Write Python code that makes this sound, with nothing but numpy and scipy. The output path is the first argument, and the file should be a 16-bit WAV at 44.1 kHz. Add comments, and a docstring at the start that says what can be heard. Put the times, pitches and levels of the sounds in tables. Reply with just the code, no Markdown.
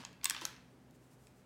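"""Small hard tiles click as a hand picks them out of a wooden box, on a table close to one microphone.
Each click is a crack and a very short high ring, and the box answers lower. Tiles slide in the heap;
the hand drags against the box and bumps it. The quiet room rings briefly after each click.
Later the fingers rub the tiles softly, over room air and a low hum."""
import sys
import numpy as np
from scipy import signal
from scipy.fft import rfft, irfft
from scipy.io import wavfile

SR = 44100
rng = np.random.default_rng(int(sys.argv[2]) if len(sys.argv) > 2 else 0)


def generate_wav(signal):
    """Clip the signal to [-1, 1] and save it as 16-bit WAV at the path in sys.argv[1]."""
    frames = np.transpose(np.atleast_2d(signal))
    scaled = np.clip(frames, -1, 1) * 32767
    pcm = np.round(scaled).astype(np.int16)
    wavfile.write(sys.argv[1], SR, pcm)


N = 63945
TIME = np.arange(N) / SR


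def from_db(db):
    """Decibels to gain."""
    return 10 ** (np.asarray(db) / 20)


def rms_one(x):
    """Scale to an rms of 1."""
    return x / np.sqrt(np.mean(x ** 2) + 1e-20)


def at_hz(points, hz):
    """Read a table on a log-frequency axis."""
    freqs, values = np.transpose(points)
    return np.interp(np.log(np.maximum(hz, 1)), np.log(freqs), values)


def cut(x, hz, kind, order=2):
    """Butterworth filter."""
    sos = signal.butter(order, np.clip(hz, 1, .48 * SR), kind, fs=SR, output="sos")
    return signal.sosfilt(sos, x)


def noise(colour):
    """Noise with the given spectrum, rms 1."""
    gains = from_db(at_hz(colour, np.fft.rfftfreq(N, 1 / SR)))
    return rms_one(irfft(rfft(rng.standard_normal(N)) * gains, N))


def ring(modes, scatter_db=0, size=8000):
    """Struck modes (Hz, dB, t60 in seconds) as dying sines of alternating sign."""
    t = TIME[:size]
    out = np.zeros(size)
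    for k, (hz, db, t60) in enumerate(modes):
        envelope = from_db(db + scatter_db * rng.standard_normal() - 60 * t / t60)
        out += (-1) ** k * envelope * np.sin(2 * np.pi * hz * t)
    return out


def swells(strokes):
    """Level of strokes that swell and fade in bell curves."""
    return sum(from_db(db) * np.exp(-.5 * ((TIME - centre) / half) ** 2) for centre, half, db in strokes)


def add(out, start_s, sound):
    """Mix a sound in at a time."""
    i = int(np.clip(start_s * SR, 0, N - 1))
    out[i:i + len(sound)] += sound[:N - i]


def room_tone(air_db=-64, waver_depth=0.17):
    """The quiet room itself: air and a slightly wavering low hum."""
    # Spectrum of the air. Each row: frequency in Hz, relative level in dB.
    air_colour = [(25, -40.5), (42, -13.5), (60, -2.5), (95, -6.5), (150, 0.5), (230, -1.5), (330, -4),
                  (500, -8), (1000, -14.5), (2000, -20.5), (4000, -28), (8000, -31), (15000, -37.5)]
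    # Tones of the hum. Each row: frequency in Hz, rms level in dB.
    hum_tones = [(61, -77.5), (126, -69), (252.5, -70.5)]
    out = from_db(air_db) * noise(air_colour)
    for hz, db in hum_tones:
        waver = rms_one(cut(rng.standard_normal(2 * N), 11, "low")[N:])
        tone = np.sqrt(2) * np.sin(2 * np.pi * (hz * TIME + rng.random()))
        out += from_db(db) * (1 + waver_depth * waver) * tone
    return out


def tile_slides(grains_per_s=7000, low_hz=740):
    """Tiles scrape over each other in a dying run of tiny contacts."""
    # Slides in the heap. Each row: start, rise and t60 in seconds, level in dB, top edge in Hz.
    slides = [(0, 0.00067, 0.43, -54.5, 3960), (.229, 0.0067, 0.086, -48.5, 5020),
              (.335, 0.033, 0.68, -53.5, 4900), (.414, 0.0045, 0.36, -49.5, 5100)]
    out = np.zeros(N)
    for start, rise, t60, db, top_hz in slides:
        grains = rng.standard_normal(N) * (rng.random(N) < grains_per_s / SR)
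        scrape = rms_one(cut(cut(grains, low_hz, "high", order=4), top_hz, "low"))
        age = np.maximum(TIME - start, 0)
        attack = np.minimum(age / rise, 1)
        out += scrape * attack * from_db(db - 60 * np.maximum(age - rise, 0) / t60)
    return out


def hand_drags():
    """Skin drags against the box with a low rumble."""
    # Strokes of the hand. Each row: centre and half length in seconds, level in dB.
    strokes = [(.005, 0.017, -56), (.11, .035, -60.5), (.54, 0.0093, -63.5)]
    # Spectrum of the rumble. Each row: frequency in Hz, relative level in dB.
    rumble_colour = [(50, -20), (130, -10), (230, 0), (350, -12), (700, -22), (2000, -43.5), (8000, -70)]
    return noise(rumble_colour) * swells(strokes)


def tile_knocks(size=8000):
    """Each contact cracks and rings a tile; a moment later the gap under it and the box floor answer."""
    # Contacts. Each row: start in seconds, tile ring in dB, its main pitch in Hz, crack in dB,
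    # its top edge in Hz, box floor in dB, hollow clack of the gap in dB, its pitch in Hz.
    contacts = [(0.0367, -69, 6200, -51, 6000, -60, -38, 1060),
                (0.05, -30.5, 6580, -35.5, 7000, -45.5, -39.5, 970),
                (.1290, -57, 6930, -51.5, 8860, -60, -76.5, 3500),
                (0.2124, -63, 5380, -53.5, 3980, -53, -51, 2260),
                (.2442, -20, 7850, -18.5, 16000, -38.5, -42, 3110),
                (0.2543, -31.5, 6600, -32, 9000, -52.5, -49.5, 3010),
                (0.2554, -15, 8250, -18.5, 10900, -26, -29, 2895),
                (0.2982, -19, 8110, -16.5, 11500, -33.5, -26.5, 1995),
                (0.3073, -24, 7680, -44, 10000, -33, -23.5, 1740),
                (.3470, -40, 7000, -37, 5020, -35, -39, 2730),
                (.3640, -40, 5360, -42.5, 4530, -38.5, -31.5, 2910),
                (0.3775, -49, 5800, -44, 4300, -42.5, -44, 2700),
                (0.4129, -37.5, 6060, -40.5, 12000, -47, -40, 2500),
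                (0.4527, -19, 6380, -25.5, 12900, -39, -27, 1300),
                (0.5638, -49.5, 5690, -53, 5000, -54, -58.5, 3500),
                (.9095, -62.5, 6330, -58.5, 13000, -74, -78, 3200),
                (1.2704, -52, 7750, -48, 7500, -67.5, -51, 2510)]
    # A tile's modes. Each row: multiple of the main pitch, relative level in dB, t60 in seconds.
    tile_modes = [(.6, -13.5, .008), (.7, -10, 0.0083), (0.809, -9, 0.0062), (1, 0.5, 0.0051),
                  (1.162, -8.5, 0.0055), (1.6, -31, 0.015), (1.83, -40.5, .005)]
    # Modes of the box floor and its heap. Each row: frequency in Hz, relative level in dB, t60 in seconds.
    floor_modes = [(929, -8, 0.014), (1187, -8, 0.018), (1632, -7, 0.013), (2080, -7.5, 0.016),
                   (2517, -3, 0.013), (3325, -3, 0.02), (4310, -3.5, 0.0091), (4820, -5.5, .007)]
    crack_t60_s, crack_low_share = 0.0045, 0.27  # lower edge as a share of the top edge
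    floor_lag_s, floor_detune = .0009, 0.048  # pitch varies from spot to spot in the box
    gap_t60_s, gap_lag_s, gap_rise_s = 0.0076, .0007, 0.00039
    tiles, clacks = np.zeros((2, N))
    t = TIME[:size]
    for start, tile_db, tile_hz, crack_db, top_hz, floor_db, gap_db, gap_hz in contacts:
        crack = rng.choice([-1, 1], size) * from_db(crack_db - 60 * t / crack_t60_s)
        crack = cut(crack + 1e-18, crack_low_share * top_hz, "high")
        add(clacks, start, cut(crack, top_hz, "low"))
        tile = ring([(tile_hz * ratio, db, t60) for ratio, db, t60 in tile_modes])
        add(tiles, start, from_db(tile_db) * tile)
        spot = [(hz * (1 + floor_detune * rng.standard_normal()), db, t60) for hz, db, t60 in floor_modes]
        floor = cut(ring(spot, scatter_db=2) + 1e-18, 750, "high", order=4)
        add(clacks, start + floor_lag_s, from_db(floor_db) * floor)
        hollow = ring([(gap_hz, gap_db, gap_t60_s)]) * (1 - np.exp(-t / gap_rise_s))
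        add(clacks, start + gap_lag_s, hollow)
    return tiles, clacks


def box_bumps():
    """Soft blows of the hand wake the low modes of the box; each blow has its own dullness."""
    # Blows. Each row: start in seconds, level in dB, top edge in Hz.
    blows = [(.309, -47, 180.5), (0.4179, -50.5, 1800), (.4270, -52.5, 900), (.4385, -49, 505)]
    # The whole box on the table. Each row: frequency in Hz, relative level in dB, t60 in seconds.
    box_modes = [(150, -11, 0.14), (262, -6.5, 0.069), (333, -0.5, .08), (539, -3.5, 0.046),
                 (850, -1, 0.086), (1020, 5.5, 0.027)]
    out = np.zeros(N)
    for start, db, top_hz in blows:
        add(out, start, from_db(db) * cut(ring(box_modes, scatter_db=4), top_hz, "low"))
    return out


def finger_rubs():
    """Skin hisses faintly over the tiles."""
    # Strokes of the fingers. Each row: centre and half length in seconds, level in dB.
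    strokes = [(.72, .02, -86), (.955, 0.011, -73.5), (1.046, .035, -77), (1.128, 0.017, -72),
               (1.244, .05, -74.5), (1.386, 0.026, -76.5)]
    # Spectrum of the hiss. Each row: frequency in Hz, relative level in dB.
    hiss_colour = [(1000, -29), (2300, -5), (4500, -1), (8000, 3.5), (11000, -2), (15000, -5)]
    return noise(hiss_colour) * swells(strokes)


def room(x, tail_db=-8, onset_s=0.0017):
    """The room returns one early echo and a diffuse tail that lingers longest near 2 kHz."""
    # Echo off a nearby surface. Each row: delay in seconds, level in dB.
    echoes = [(.0098, -19)]
    # Spectrum of the tail. Each row: frequency in Hz, relative level in dB.
    tail_colour = [(200, 8.5), (600, 2), (1000, -3), (1800, 1), (3000, -5.5), (4700, 3), (6500, -8),
                   (8000, 4), (11000, -5), (15000, 0)]
    # Decay of the tail. Each row: frequency in Hz, t60 in seconds.
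    tail_t60 = [(300, 0.15), (2000, 0.59), (5000, 0.4), (8000, 0.22), (15000, 0.22)]
    response = np.zeros(N)
    edges_hz = np.geomspace(120, 18000, 15)
    for low, high in zip(edges_hz, edges_hz[1:]):
        hz = np.sqrt(low * high)
        band = cut(rng.standard_normal(N), [low, high], "band")
        response += band * from_db(at_hz(tail_colour, hz) - 60 * TIME / at_hz(tail_t60, hz))
    response *= 1 - np.exp(-TIME / onset_s)
    response *= from_db(tail_db) / np.sqrt(np.sum(response ** 2))
    for delay, db in echoes:
        add(response, delay, from_db([db]))
    return signal.fftconvolve(x, response)[:N]


def scene():
    """Tiles, box and hand close to the microphone, with the room behind them, in mono."""
    tiles, clacks = tile_knocks()
    clatter = clacks + tile_slides() + box_bumps()
    reverb = room(clatter + from_db(-7.5) * tiles)  # the tiles' ring beams upwards, exciting the room less
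    return (tiles + clatter + reverb + finger_rubs() + hand_drags() + room_tone())[None]


def record(dry, cutoff_hz=16300):
    """The microphone's signal passes a steep low-pass."""
    return signal.sosfilt(signal.ellip(10, .2, 70, cutoff_hz, fs=SR, output="sos"), dry)


dry = scene()
out = record(dry)
generate_wav(out)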